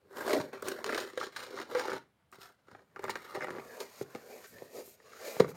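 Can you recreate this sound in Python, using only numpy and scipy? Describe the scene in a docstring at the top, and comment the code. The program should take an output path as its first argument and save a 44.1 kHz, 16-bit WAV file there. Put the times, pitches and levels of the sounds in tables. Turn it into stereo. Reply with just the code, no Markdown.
"""Close to the microphone, a tray scrapes out of a cardboard sleeve in jerks, its edges catching and snapping;
then a hand slides over the card with a smooth hiss, and the box bumps a few times, hardest near the end. The
place is a table in a small quiet room with a faint steady noise. Rubbing is noise shaped by tiny slips and by
the resonances of hollow, panels and fibres; catches are runs of tears, snaps are clicks, bumps are damped
modes."""
import sys
import numpy as np
from scipy import signal
from scipy.fft import rfft, irfft, next_fast_len
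from scipy.io import wavfile
from scipy.ndimage import uniform_filter1d, map_coordinates

SR = 44100
rng = np.random.default_rng(int(sys.argv[2]) if len(sys.argv) > 2 else 0)


def wrap_up_sound(samples):
    """Save the sound to the file named by the first command line argument, as 16-bit audio."""
    columns = np.atleast_2d(samples).T
    # keep every value between -1 and 1, then stretch to whole-number steps
    tamed = np.clip(columns, -1, 1)
    steps = np.round(tamed * 32767).astype(np.int16)
    wavfile.write(sys.argv[1], SR, steps)


N = 245195

# Level columns are relative: the functions that use them may add a common offset.
# Half-widths are taken where a resonance has fallen by 6 dB.

# Steady noise of the room: [f/Hz, density/dB per Hz]
AIR_SPECTRUM = [(25, -19), (45, -22.5), (70, 1.5), (108, -0.5), (170, -1), (249, -7), (363, -14.5),
                (863, -10.5), (1840, -15.5), (2910, -16.5), (6920, -29.5), (7710, -27), (16000, -32)]
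# Dying away of the room: [f/Hz, t60/s]
ROOM_DECAY = [(150, 0.42), (500, 0.16), (2000, 0.25), (6000, 0.17), (15000, 0.14)]
# Two microphone ports, before each side's weight: [f/Hz, likeness 0-1, left lead/rad, left minus right/dB]
PORTS = [(90, 0.34, 0.84, -11), (396, 0.74, 0, -1.5), (664, 0.99, 1.36, -5.5), (1200, 0.2, 1.77, -11.5),
         (2110, 0, 3, -17), (2940, 0, 6, -5.5), (7200, 0, 6, -14), (14300, 0, -4.5, -15.5)]
# Slow change of balance between left and right, for the box and its room answer: [t/s, left minus right/dB]
SWAY = [(.15, -0.5), (.45, 0), (.6, 0.5), (1.05, 1), (1.5, 0), (2.0, 1), (2.4, -1), (2.96, 0), (3.15, 1),
        (3.45, 1), (3.75, -0.5), (4.4, 1), (4.88, 1), (5.1, -1.5), (5.4, 1)]
# Hands shifting their grip and flexing the box: [t/s, half length/s, rumble level/dB]
GRIPS = [(0.398, .02, -54.5), (0.666, 0.04, -55), (1.94, 0.018, -48.5), (2.73, 0.016, -56.5),
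         (3.09, 0.051, -53.5), (3.535, 0.059, -53), (4.02, 0.021, -57.5), (4.545, 0.031, -60.5),
         (4.776, .025, -66.5), (5.488, 0.03, -54.5)]

# Air and broad walls of the box: [f/Hz, half-width/Hz, level/dB]
HOLLOW = [(227, 11, -7.5), (292.6, 68, -6.5), (389.5, 43, 2), (495, 68, -1), (608, 12, 0), (774, 41, -14.5)]
# Bending of the stiff panels: [f/Hz, half-width/Hz, level/dB]
PANELS = [(840, 270, -1), (955, 120, 0), (1244, 128, 7), (1460, 150, 1.5), (1680, 120, 2), (1806, 118, 2),
          (2160, 218, 1), (2300, 120, -17.5)]
# Hollow under a light glide: [f/Hz, half-width/Hz, level/dB]
MURMUR = [(242, 48, -6), (422, 81, 0), (470, 67, 4), (606, 136, -1), (805, 250, -19.5)]
# Finest hiss: [f/Hz, half-width/Hz, level/dB]
SHEEN = [(7750, 2200, 12), (12840, 1000, 15.5), (14890, 630, 11)]
# Paper fibres torn across: [f/Hz, density/dB per Hz]
TORN_FIBRES = [(1500, -17), (2350, -15), (2800, 0.5), (3450, 0), (4000, 5), (4900, -0.5), (5550, 0),
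               (6150, -8), (6880, -1.5), (7850, -17.5), (8600, -4.5), (9900, -19), (12800, -18),
               (16000, -19)]
# Paper fibres brushed along: [f/Hz, density/dB per Hz]
BRUSHED_FIBRES = [(1500, -4), (2400, 3.5), (3200, -4), (4500, 2), (5300, -0.5), (6100, -2.5), (6900, 1.5),
                  (7800, -15.5), (8800, -6.5), (10500, -18), (12800, -15), (14500, -24), (16000, -11.5)]
# Glossy coating: [f/Hz, density/dB per Hz]
COATING = [(5000, 0), (8700, 1.5), (11000, -10.5), (15500, -2)]
# Other walls, which join in every bump: [f/Hz, level/dB, t60/s]
WALLS = [(310, -28.5, 0.026), (402, -29, 0.22), (511, -13, 0.031), (645, -9, 0.019), (1310, -34, 0.0087),
         (1338, -30, 0.01)]
# Base rocking on the table: [f/Hz, level/dB, t60/s]
BASE = [(95, -11, 0.025), (148, 17, 0.067), (169.5, -6.5, 0.48)]

# Light passes of a hand over the card: [t at full speed/s, hold/s, attack/s, release/s, level/dB, fade over the
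# hold/dB, hollow relative level/dB, fibre relative level/dB, sheen relative level/dB]
PASSES = [(3.72, 0.054, 0.62, 0.064, -50.5, -3, -2, -7, -10),
          (3.806, 0.018, 0.02, 0.074, -41, 5.5, -0.5, -1, -8),
          (3.93, 0.098, 0.77, 0.014, -60.5, -7, -5.5, 4.5, -1),
          (4.11, 0.12, 0.17, 0.031, -58.5, 0.5, -0.5, -2, -7),
          (4.31, 0.086, 0.16, 0.08, -54.5, 2.5, 6, -0.5, -3.5),
          (4.445, 0.015, 0.043, 0.009, -53, 0.5, -5, 1.5, -7),
          (4.45, 0.081, 0.57, 0.12, -64, 4.5, -8, 6.5, 11.5),
          (4.54, 0.11, 0.063, 0.16, -60.5, 0.5, 3, 1.5, -1.5),
          (4.76, 0.047, 0.089, 0.042, -57.5, 0, 12, 7.5, 4.5),
          (4.86, 0.089, 0.33, 0.072, -70.5, 2, 8.5, 12, 19.5),
          (5.08, 0.22, 0.19, .08, -61, -9, -0.5, 1.5, -8.5),
          (5.27, 0.13, 0.11, 0.078, -45.5, 7, 1.5, 2, -1.5),
          (5.492, 0.019, 0.034, 0.027, -52.5, 3.5, 2.5, 1.5, 0),
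          (5.548, .02, 0.024, .05, -58, -3, 3, -1, -7)]
# The coating cracks at a fold: [t/s, level/dB]
CRACKS = [(0.623, -33), (0.6849, -24), (2.317, -53), (3.04, -37), (3.099, -29.5), (3.155, -48),
          (3.803, -45), (4.15, -47)]
# The box bumps as a whole: [t/s, level/dB, struck wall f/Hz, its t60/s,
# base relative level/dB, crack relative level/dB]
BUMPS = [(0.399, -32.5, 417, 0.012, -0.5, -27), (1.175, -24.5, 512, 0.041, -42, -8),
         (1.7495, -21.5, 497.6, 0.15, -34, -1), (2.384, -47.5, 416, 0.025, -5.5, -17),
         (3.374, -30, 415, 0.011, -11, -8), (4.0121, -23.5, 419, 0.021, -11.5, -9.5),
         (4.151, -33, 410, 0.015, -11, -17), (4.621, -30.5, 460, 0.012, -15, -15),
         (4.79, -39, 443, 0.094, -20, -26), (5.366, -31, 696, 0.014, -12, -2),
         (5.398, -19.5, 437, 0.054, -6, -5), (5.4025, -6.5, 459, 0.026, -10, -7.5),
         (5.4455, -29, 460, 0.041, -16, -17)]
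# One wall takes up the rubbing for a moment: [t/s, half length/s, f/Hz, level/dB]
GROANS = [(0.338, 0.038, 635, -31.5), (0.365, 0.024, 294, -36.5), (0.877, 0.022, 430, -36.5),
          (1.77, 0.031, 474, -39), (2.427, 0.013, 5100, -58), (3.429, 0.013, 2090, -42),
          (3.431, 0.013, 5200, -54), (4.336, 0.028, 2350, -53), (4.57, 0.028, 1770, -57),
          (4.795, 0.0082, 441, -38.5), (5.28, .045, 610, -46.5)]
# An edge catches and lets go: [t/s, hollow level/dB, panel level/dB, fibre level/dB,
# plucked panel f/Hz, t60 of the tears/s]
CATCHES = [(0.169, -43.5, -56, -51.5, 1240, .025), (0.278, -31, -40.5, -46, 1370, 0.014),
           (0.293, -35, -34, -42, 1900, 0.047), (0.306, -33, -33, -38, 1890, 0.013),
           (0.3295, -42, -29.5, -36, 1890, 0.085), (0.347, -26.5, -40, -40, 915, 0.02),
           (0.366, -32, -35.5, -44, 1910, 0.012), (0.399, -38, -36.5, -43, 1010, 0.082),
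           (0.413, -43, -48, -45.5, 1120, 0.0082), (0.53, -35, -45, -51, 1200, 0.2),
           (0.624, -35.5, -41.5, -48, 1180, 0.031), (0.6828, -41, -33.5, -44, 1540, 0.0085),
           (0.716, -44, -51, -60, 1200, .02), (0.8431, -64, -32, -37.5, 1590, 0.0079),
           (0.862, -39, -38, -39.5, 1320, 0.03), (0.876, -40, -44, -49, 1100, 0.016),
           (0.892, -38, -32, -44, 1440, 0.03), (0.899, -33, -38, -52, 1270, 0.026),
           (0.924, -40, -37, -48, 1740, .014), (0.928, -31, -35, -50, 1390, 0.035),
           (0.946, -34, -33, -35.5, 1600, 0.043), (0.955, -30.5, -39, -54, 1250, 0.016),
           (0.9762, -46, -31.5, -34, 1450, 0.051), (1.001, -52, -50, -37.5, 1500, 0.032),
           (1.031, -71, -50, -50, 1390, 0.017), (1.133, -46.5, -56, -57, 1100, 0.032),
           (1.175, -43, -35, -41.5, 1510, 0.0355), (1.212, -65, -35.5, -65, 1300, 0.046),
           (1.229, -48, -38.5, -47, 1270, 0.044), (1.267, -43, -48, -49, 1180, 0.028),
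           (1.362, -73, -38, -40.5, 1500, 0.078), (1.573, -52, -42.5, -59, 1230, .035),
           (1.587, -49, -40, -58, 1460, 0.014), (1.6, -38, -39, -48.5, 1200, 0.016),
           (1.615, -56, -43, -47, 1390, .015), (1.7498, -62, -32, -49, 1360, 0.045),
           (1.794, -44, -34.5, -38, 1390, 0.04), (1.8814, -34.5, -36.5, -59, 1380, 0.02),
           (1.895, -36, -40.5, -63, 1400, 0.013), (1.917, -35.5, -34, -55, 1430, 0.032),
           (1.931, -38, -49, -49, 1660, 0.015), (1.98, -59, -53.5, -55, 1500, 0.01),
           (2.325, -56, -54, -67, 1170, 0.054), (2.343, -61, -59.5, -70, 900, 0.016),
           (2.4155, -70, -61, -52.5, 1880, .015), (2.498, -60, -58, -82, 754, 0.031),
           (2.683, -54.5, -57, -72, 1390, 0.029), (2.713, -55, -56, -61, 1260, 0.021),
           (2.749, -52, -50, -78, 847, 0.024), (2.792, -60, -58, -75, 770, 0.034),
           (2.961, -47.5, -43, -62.5, 1200, 0.052), (2.9926, -39, -46.5, -57, 923, 0.024),
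           (3.034, -45, -47, -69, 1500, .015), (3.04, -34, -37, -49, 855, 0.025),
           (3.051, -48, -40.5, -64, 1120, 0.02), (3.0808, -41, -38.5, -54, 1280, 0.073),
           (3.0947, -36, -32.5, -47, 910, 0.02), (3.103, -58, -39.5, -37.5, 1620, 0.052),
           (3.155, -39, -35.5, -43.5, 1350, 0.037), (3.349, -54, -41.5, -52, 1910, 0.027),
           (3.3615, -43, -44, -52, 1120, 0.0097), (3.368, -40, -46, -54, 945, 0.017),
           (3.407, -44.5, -36, -61, 1520, 0.022), (3.417, -46, -43, -65, 1850, 0.012),
           (3.423, -43, -38, -66, 1550, 0.017), (3.438, -44, -46, -58, 1900, 0.017),
           (3.444, -37, -34, -51, 1880, 0.018), (3.47, -46, -41.5, -58, 1410, 0.014),
           (3.483, -41.5, -40.5, -65, 1090, 0.013), (3.492, -40, -45, -72, 1340, 0.0072),
           (3.505, -44, -42, -49.5, 1310, 0.012), (3.55, -48, -45.5, -72, 790, 0.0071),
           (3.564, -40.5, -52, -65, 1160, 0.02), (3.584, -39, -44, -67, 830, 0.018),
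           (3.803, -41.5, -51, -42, 1210, 0.026), (4.149, -37, -44, -53, 860, 0.018),
           (4.158, -46, -51, -53, 1320, 0.015), (4.583, -53, -52, -58.5, 1980, 0.02),
           (4.876, -51.5, -63, -66, 900, .02), (5.001, -60, -58, -78, 1780, 0.01),
           (5.133, -67, -52.5, -61, 1300, 0.017), (5.3991, -41, -32.5, -36.5, 1920, 0.0094),
           (5.405, -42, -30, -38.5, 920, 0.0059), (5.4448, -33.5, -41, -59, 1090, 0.016),
           (5.48, -45, -50, -59, 1490, 0.016), (5.515, -48, -53.5, -73, 1190, 0.018)]
# Pulls of the tray in its sleeve: [t at full speed/s, hold/s, attack/s, release/s, level/dB,
# fade over the hold/dB, hollow relative level/dB, fibre relative level/dB, spread of slip sizes/dB,
# sheen over the fibres/dB, panel pitch/semitones]
PULLS = [(.185, 0.13, 0.065, 0.083, -38, 4.5, 2.5, -13, 2.5, 0.5, -2.5),
         (.3, 0.034, 0.12, 0.13, -35, 0.5, 13.5, -6, 5, -5, -1.95),
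         (.535, 0.04, 0.025, 0.21, -47, 5, 1, -11.5, 3, -7, 0.62),
         (.668, 0.044, 0.048, 0.13, -42.5, 2, 10, -2.5, -1.5, -4.5, -2.7),
         (.78, 0.034, 0.049, 0.036, -47, 2, 7, -9, 2, -6, -1.3),
         (.85, 0.16, 0.016, 0.14, -46, -5.5, 2, -4, 2, -9, 2.1),
         (1.215, 0.032, 0.06, 0.066, -42.5, 3, 2, -0.5, 2, -22, -0.82),
         (1.372, 0.081, 0.052, 0.057, -43.5, 1.5, -13, -3, 0.5, -13, 1.6),
         (1.525, 0.023, 0.39, 0.05, -48.5, 1, 6, -8, -3, -11, -0.57),
         (1.585, 0.034, 0.058, 0.059, -40, 4.5, 4.5, -5, 1, -17, 0.27),
         (1.7, 0.022, 0.029, .04, -45.5, -1, 7.5, -7.5, 4, -7, -1.4),
         (1.765, 0.2, 0.052, 0.035, -38, 4, 1, -6, -3, -15, -0.44),
         (2.02, 0.029, .03, 0.086, -64.5, 9, 4, -6, -2, -14, 1.8),
         (2.2, 0.05, 0.02, .02, -73.5, 8.5, -2, -16, 6, -15.5, 0.85),
         (2.327, 0.02, 0.0027, 0.067, -52.5, 4, -19, -3, -0.5, -6, 0.96),
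         (2.414, 0.065, 0.025, 0.075, -50, 11.5, -4.5, -1.5, 0.5, -3.5, 1.1),
         (2.59, 0.012, 0.029, 0.025, -69.5, 3.5, -2, -9, -1.5, -13, -0.31),
         (2.71, 0.11, 0.075, 0.056, -60, 8, 1.5, -8, 2, -13, -2.7),
         (3.04, 0.18, 0.1, 0.062, -51.5, 2.5, 3.5, -11, 13, -1, 0.89),
         (3.21, 0.15, 0.16, 0.052, -51.5, -3, -4.5, -6.5, -1, -6.5, -0.67),
         (3.355, 0.021, 0.04, 0.062, -41.5, 4, 8.5, -9.5, 7, -10, -0.029),
         (3.415, 0.028, 0.0092, 0.039, -45.5, 2, 3.5, -8, 7, -14, 1.9),
         (3.48, 0.11, 0.052, 0.049, -51, -3, 7.5, -11.5, 3.5, -27, 0.012)]

REBOUND_S, SHRINK = 0.039, 0.53  # first rebound after a bump, each flight over the one before
REBOUND_DB, LOSS_DB = -22.5, 13  # first rebound, loss for each further one
REBOUND_T60_S, REBOUND_CRACK_DB = 0.035, -19
CLUMP_RATE_HZ, CLUMP_LIFE_S, CLUMP_SPREAD_DB, CLUMP_STEADY = 110, 0.004, 4, 0.5
SNAP_CYCLES = 5.5  # cycles in which a snap loses 60 dB
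TOP_HZ = 16100


def amp(db):
    """Decibels to gain."""
    return 10 ** (np.asarray(db) / 20)


def unit(x):
    """Scaled to rms 1."""
    return x / np.sqrt(np.mean(x ** 2) + 1e-20)


def along(points, hz, axis=1):
    """One column of a table by frequency, read on a log axis."""
    cols = np.transpose(points)
    return np.interp(np.log(hz + 1), np.log(cols[0] + 1), cols[axis])


def curves(rows):
    """One value per sample for each column after the time."""
    s, *cols = np.transpose(rows)
    return [np.interp(np.arange(N) / SR, s, c) for c in cols]


def filtered(x, response):
    """The signal shaped by a complex response of frequency, padded against wrap-around."""
    n = x.shape[-1]
    padded = 2 * next_fast_len(n)
    spectrum = rfft(x, padded) * response(np.fft.rfftfreq(padded, 1 / SR))
    return irfft(spectrum, padded)[..., :n]


def causal(gain):
    """The minimum-phase response with this gain, which rings only after a blow."""
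    cepstrum = irfft(np.log(np.maximum(gain, 1e-6)))
    half = len(cepstrum) // 2
    return np.exp(rfft(np.r_[cepstrum[0], 2 * cepstrum[1:half], np.zeros(half)]))


def resonant(modes):
    """Response of a set of broad resonances with steep skirts."""
    def peak(hz, centre, width, db):
        detuning = (hz * hz - centre * centre) / (2 * width * hz + 1)
        return amp(db) ** 2 / (1 + detuning ** 2) ** 2
    return lambda hz: causal(np.sqrt(sum(peak(hz, *mode) for mode in modes)))


def coloured(spectrum):
    """Response of a smooth spectrum, rolled off below its first point."""
    return lambda hz: causal(amp(along(spectrum, hz)) * np.minimum(hz / spectrum[0][0], 1) ** 2)


def dying(t, t60):
    """A decay that loses 60 dB in t60."""
    return np.exp(-np.log(1000) * t / max(t60, 1e-4))


def add(track, s, sound):
    """Mix a sound in at time s."""
    part = track[:, max(round(s * SR), 0):][:, :sound.shape[-1]]
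    part += sound[..., :part.shape[1]]


def drift(rate):
    """A smooth random curve, rate knots a second."""
    return map_coordinates(rng.standard_normal(200), [np.arange(N) * rate / SR], mode="wrap")


def strokes(rows):
    """Strokes swell 20 dB in the attack, fade, lose 20 dB in the release; colours are weighted by power."""
    t = np.arange(0, N, SR // 1000) / SR
    s, hold, attack, release, db, fade_db, *colours = np.transpose(rows)[..., None]
    before = np.maximum(s - t, 0) / np.abs(attack)
    after = np.maximum(t - s - hold, 0) / np.abs(release)
    fade = fade_db * np.clip((t - s) / hold, 0, 1)
    power = amp(db - 20 * (before + after) - fade) ** 2 + 1e-14
    total = power.sum(axis=0)
    mixed = [(power * c).sum(axis=0) / total for c in colours]
    return curves(np.transpose([t, 10 * np.log10(total), *mixed]))


def slips(spread_db, rate, life, steady):
    """Stick-slip force: random tiny releases of uneven size over a steady drag, local mean power near 1."""
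    release = rng.random(N) < rate / SR
    size = release * amp(spread_db * np.clip(rng.standard_normal(N), -2, 2))
    power = signal.lfilter([1], [1, -np.exp(-1 / (life * SR))], size ** 2)
    power = power / (np.abs(uniform_filter1d(power, size=2200)) + 1e-6)  # evened over 50 ms
    return np.sqrt((np.abs(power) + abs(steady)) / (1 + abs(steady)))


def rubbed(force, response, level_db):
    """Friction noise under a slip force, ringing in one part of the box."""
    def balanced(hz):
        gain = response(hz)
        return gain / np.sqrt(np.mean(np.abs(gain) ** 2))
    noise = unit(force * rng.standard_normal((2, N)))
    return filtered(noise * amp(level_db), balanced)


def wandering(x, depth_db):
    """As the contact moves, it favours ever different modes of the card."""
    z = signal.stft(x, nperseg=512)[2]
    field = uniform_filter1d(rng.standard_normal(z.shape[1:]), size=3, axis=0)
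    field = uniform_filter1d(field, size=18, axis=1)  # about 0.1 s
    return signal.istft(z * unit(amp(depth_db * unit(field))), nperseg=512)[1][:, :N]


def flexing(force, level_db, semitones, reach=2.4):
    """The panels ring higher or lower as the grip tightens and slackens, within reach semitones."""
    place = np.clip(semitones / reach, -1, 1)
    sound = 0
    for step in (-1, 0, 1):  # crossfade lowered, resting and raised panels
        share = np.maximum(1 - np.abs(place - step), 1e-6)
        modes = [(hz * 2 ** (step * reach / 12), width, db) for hz, width, db in PANELS]
        sound = sound + rubbed(force, resonant(modes), level_db + 10 * np.log10(share))
    return sound


def ringing(modes, t, swell):
    """Damped modes under a soft push, peak 1."""
    ring = sum(amp(db + rng.normal(0, 1)) * np.sin(2 * np.pi * hz * t) * dying(t, t60)
               for hz, db, t60 in modes)
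    ring = ring * (1 - np.exp(-(t / swell) ** 2))
    return ring / np.abs(ring).max()


def room_noise():
    """Steady noise with the spectrum of the quiet room, rms 1."""
    return unit(filtered(rng.standard_normal((2, N)), coloured(AIR_SPECTRUM)))


def room(x):
    """A short diffuse answer of the walls, each frequency dying at its own speed."""
    hz, t, z = signal.stft(rng.standard_normal((2, SR // 2)), SR, nperseg=256)
    decay = np.exp(-np.log(1000) * t / along(ROOM_DECAY, hz)[:, None])
    tail = signal.istft(z * decay, SR, nperseg=256)[1]
    late = np.pad(x, ((0, 0), (SR // 200, 0)))  # 5 ms behind the box
    return signal.fftconvolve(late, tail / np.linalg.norm(tail[0]), axes=1)[:, :N]


def table(x, count=8, farthest_s=0.006, echo_db=-9):
    """Table top and box walls throw back early copies, whose comb changes every quarter second."""
    early, hop = np.zeros((2, N)), SR // 4
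    for i in range(0, N - hop, hop):
        echoes = np.zeros((2, SR // 40))
        for row in echoes:
            delays = np.minimum(rng.uniform(0.001, farthest_s, count), 0.02)
            row[(delays * SR).astype(int)] = rng.choice([-1, 1], count)
        part = x[:, i:i + 2 * hop]
        fade = np.sin(np.pi * np.arange(part.shape[1]) / (2 * hop))
        add(early, i / SR, signal.fftconvolve(part * fade, echoes / np.sqrt(count), axes=1))
    return x + amp(echo_db) * signal.lfilter(*signal.butter(2, 800, "high", fs=SR), early)


def ports(pair):
    """A shared and an unshared signal become left and right, mixed, delayed and weighted by frequency."""
    def ear(weight):
        def response(hz):
            turn = np.arccos(np.clip(along(PORTS, hz, axis=1), 0, 1)) / 2
            lead = np.exp(weight * 0.5j * along(PORTS, hz, axis=2))
            place = amp(weight * along(PORTS, hz, axis=3) / 2) * lead
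            return place * np.array([np.cos(turn), weight * np.sin(turn)])
        return filtered(pair, response).sum(axis=0)
    return np.array([ear(0.99), ear(-0.41)])


def hands():
    """A faint low rumble while the grip shifts."""
    t = np.arange(N) / SR
    flex = sum(amp(db) / (1 + ((t - s) / half) ** 2) for s, half, db in GRIPS)
    force = slips(2.2, rate=65, life=0.021, steady=0.37)
    return rubbed(force, resonant([(81, 11, -6.5), (154.7, 100, 7.0)]), 20 * np.log10(flex))


def glide(hollow_db=0.5, fibre_db=-0.46, waver_semitones=1.7):
    """A hand slides lightly over the card in dense, even slips: a bright hiss over a soft hollow murmur."""
    level, hollow, fibre, sheen = strokes(PASSES)
    force = slips(0.83, rate=1500, life=0.0023, steady=0.53)
    murmur = rubbed(force, resonant(MURMUR), level + hollow + hollow_db)
    panels = flexing(force, level, waver_semitones * drift(rate=6.9))
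    hiss = rubbed(force, coloured(BRUSHED_FIBRES), level + fibre + fibre_db)
    finest = rubbed(force, resonant(SHEEN), level + sheen)
    return murmur + wandering(panels, depth_db=5.0) + wandering(hiss, depth_db=0.5) + finest


def cracks(t60=0.014):
    """The glossy coating gives way at a fold in a very short, thin, bright burst."""
    track, t = np.zeros((2, N)), np.arange(SR // 10) / SR
    for s, db in CRACKS:
        burst = unit(filtered(rng.standard_normal((2, len(t))), coloured(COATING)))
        add(track, s, amp(db) * burst * dying(t, t60))
    return track


def contacts(count=3):
    """Every bump, then its rebounds, ever quicker and weaker."""
    for s, db, hz, t60, base_db, crack_db in BUMPS:
        yield s, db, hz, t60, base_db, crack_db
        for k in range(count):
            s = s + REBOUND_S * SHRINK ** k
            yield s, db + REBOUND_DB - LOSS_DB * k, hz, REBOUND_T60_S, base_db, REBOUND_CRACK_DB


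def bumps(lowest_hz=66):
    """A push rings one damped wall and rocks the base, with a papery crack at the contact."""
    track, t = np.zeros((2, N)), np.arange(SR // 2) / SR
    short = t[:SR // 10]
    for s, db, hz, t60, base_db, crack_db in contacts():
        wall = ringing([(hz, 0, t60), *WALLS], t, swell=0.0015)
        thud = wall + amp(base_db) * ringing(BASE, t, swell=0.00071)
        add(track[:1], s, amp(db) * thud)  # shared signal only
        burst = rng.standard_normal((2, len(short))) * dying(short, 0.03)
        crack = unit(filtered(burst, resonant(PANELS))) + 0.4 * unit(filtered(burst, coloured(TORN_FIBRES)))
        add(track, s, amp(db + crack_db) * crack / np.abs(crack).max())
    # a small box radiates no deep bass
    return signal.lfilter(*signal.butter(4, lowest_hz, "high", fs=SR), track)


def groans(width_hz=45):
    """Slips feed a single wall mode, which swells and fades as the contact passes over it."""
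    track = np.zeros((2, N))
    t = np.arange(-SR // 8, SR // 8) / SR
    for s, half, hz, db in GROANS:
        mode = resonant([(hz, width_hz * np.sqrt(hz / 500), 0)])  # width_hz holds at 500 Hz
        ring = unit(filtered(rng.standard_normal((2, len(t))), mode))
        add(track, s + t[0], amp(db) * ring * np.exp(-(t / half) ** 2 / 2))
    return track


def crackle(rate=330, spread_db=3.5, crackle_db=-7, fibre_db=-1, panel_hz=1450, fibre_hz=4200,
            scatter=0.28, cycles=9):
    """Ridges of the cut edge tick over the sleeve at random, each with its own pitch, louder the harder the pull."""
    level, _, fibre, *_ = strokes(PULLS)
    t = np.arange(SR // 100) / SR

    def ticks(centre_hz, level_db):
        at = np.flatnonzero(rng.random(N) < rate / SR)
        draws = np.clip(rng.standard_normal((N // 40, 3))[:len(at)], -2, 1.5)
        size, pitch, side = draws.T[..., None]
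        hz = centre_hz * np.exp(scatter * pitch)
        rings = amp(spread_db * size) * np.sin(2 * np.pi * hz * t) * dying(hz * t, cycles)
        where = (at[:, None] + np.arange(len(t))).ravel()
        pair = np.array([np.bincount(where, part.ravel(), N)[:N] for part in (rings, rings * side)])
        return amp(level_db + crackle_db) * unit(pair)
    return ticks(panel_hz, level) + ticks(fibre_hz, level + fibre + fibre_db)


def snaps(edge_db=-7, edge_ratio=4.1, snap_db=7):
    """As a catch lets go, the fold flips in one motion: a click of a few cycles with a brighter edge."""
    track, t = np.zeros((2, N)), np.arange(SR // 50) / SR
    for s, _, panel, _, hz, _ in CATCHES:
        click = np.sin(2 * np.pi * hz * t) + amp(edge_db) * np.sin(2 * np.pi * edge_ratio * hz * t)
        add(track[:1], s, amp(panel + snap_db) * click * dying(t, SNAP_CYCLES / hz))
    return track


def catches(hollow_db=-12, panel_db=-11, fibre_db=-9.0, pluck_db=-13, pluck_width_hz=200,
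            rise_s=0.0003, tear_rate=4000):
    """Each catch is a short run of tiny tears into hollow, panels and fibres; it also plucks one panel."""
    track, t = np.zeros((2, N)), np.arange(SR // 10) / SR
    parts = resonant(HOLLOW), resonant(PANELS), coloured(TORN_FIBRES)
    for s, hollow, panel, fibre, hz, t60 in CATCHES:
        tears = rng.choice([-1, 1], (2, len(t))) * (rng.random(len(t)) < tear_rate / SR)
        burst = tears * dying(t, t60) * (1 - np.exp(-t / rise_s))
        levels = hollow + hollow_db, panel + panel_db, fibre + fibre_db, panel + pluck_db
        pluck = resonant([(hz, pluck_width_hz, 0)])
        for db, part in zip(levels, (*parts, pluck)):
            add(track, s, amp(db) * np.array([unit(side) for side in filtered(burst, part)]))
    return track


def sticking(depth_db=-6, hold_s=0.0027):
    """The tray sticks for a moment before each catch lets go, so the level of the drag dips."""
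    t = np.arange(N) / SR
    stuck = np.zeros(N)
    for s, *_ in CATCHES:
        i = round(s * SR)
        span = slice(i - SR // 20, i)
        stuck[span] = np.maximum(stuck[span], np.exp(-((t[span] - s) / hold_s) ** 2))
    return depth_db * stuck


def scrape(hollow_db=-5.0, fibre_db=0.6, waver_semitones=0.49):
    """The tray drags in its sleeve: the same clumps of slips shake the hollow, the panels and the fibres."""
    pull, hollow, fibre, spread, sheen, semitones = strokes(PULLS)
    level = pull + sticking()
    clumps = slips(CLUMP_SPREAD_DB, CLUMP_RATE_HZ, CLUMP_LIFE_S, CLUMP_STEADY)
    force = clumps * slips(spread, rate=430, life=0.0037, steady=0.39)
    fine = np.hypot(force, 0.35)  # fibres also brush between the slips
    body = rubbed(fine, resonant(HOLLOW), level + hollow + hollow_db)
    panels = flexing(force, level, semitones + waver_semitones * drift(rate=13))
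    rasp = rubbed(fine, coloured(TORN_FIBRES), level + fibre + fibre_db)
    finest = rubbed(fine, resonant(SHEEN), level + fibre + sheen)
    return (wandering(body, depth_db=2.5) + wandering(panels, depth_db=4.0)
            + wandering(rasp, depth_db=2.0) + finest)


def scene(room_db=-12.5, air_db=-71):
    """The box on its table, close by, in a room with a faint steady noise."""
    handling = hands() + glide() + cracks() + bumps()
    tray = groans() + crackle() + snaps() + catches() + scrape()
    box = table(handling + tray)
    sway = amp(np.outer([1, -1], curves(SWAY)[0]) / 2)
    return sway * ports(box + amp(room_db) * room(box)) + amp(air_db) * ports(room_noise())


def record(dry, low_cut_hz=50):
    """The microphone thins the deepest bass and cuts steeply above its band limit."""
    def response(hz):
        low_cut = hz ** 2 / np.hypot(hz ** 2, low_cut_hz ** 2)
        return low_cut / np.sqrt(1 + (hz / TOP_HZ) ** 200)
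    return filtered(dry, response)


dry = scene()
out = record(dry)
wrap_up_sound(out)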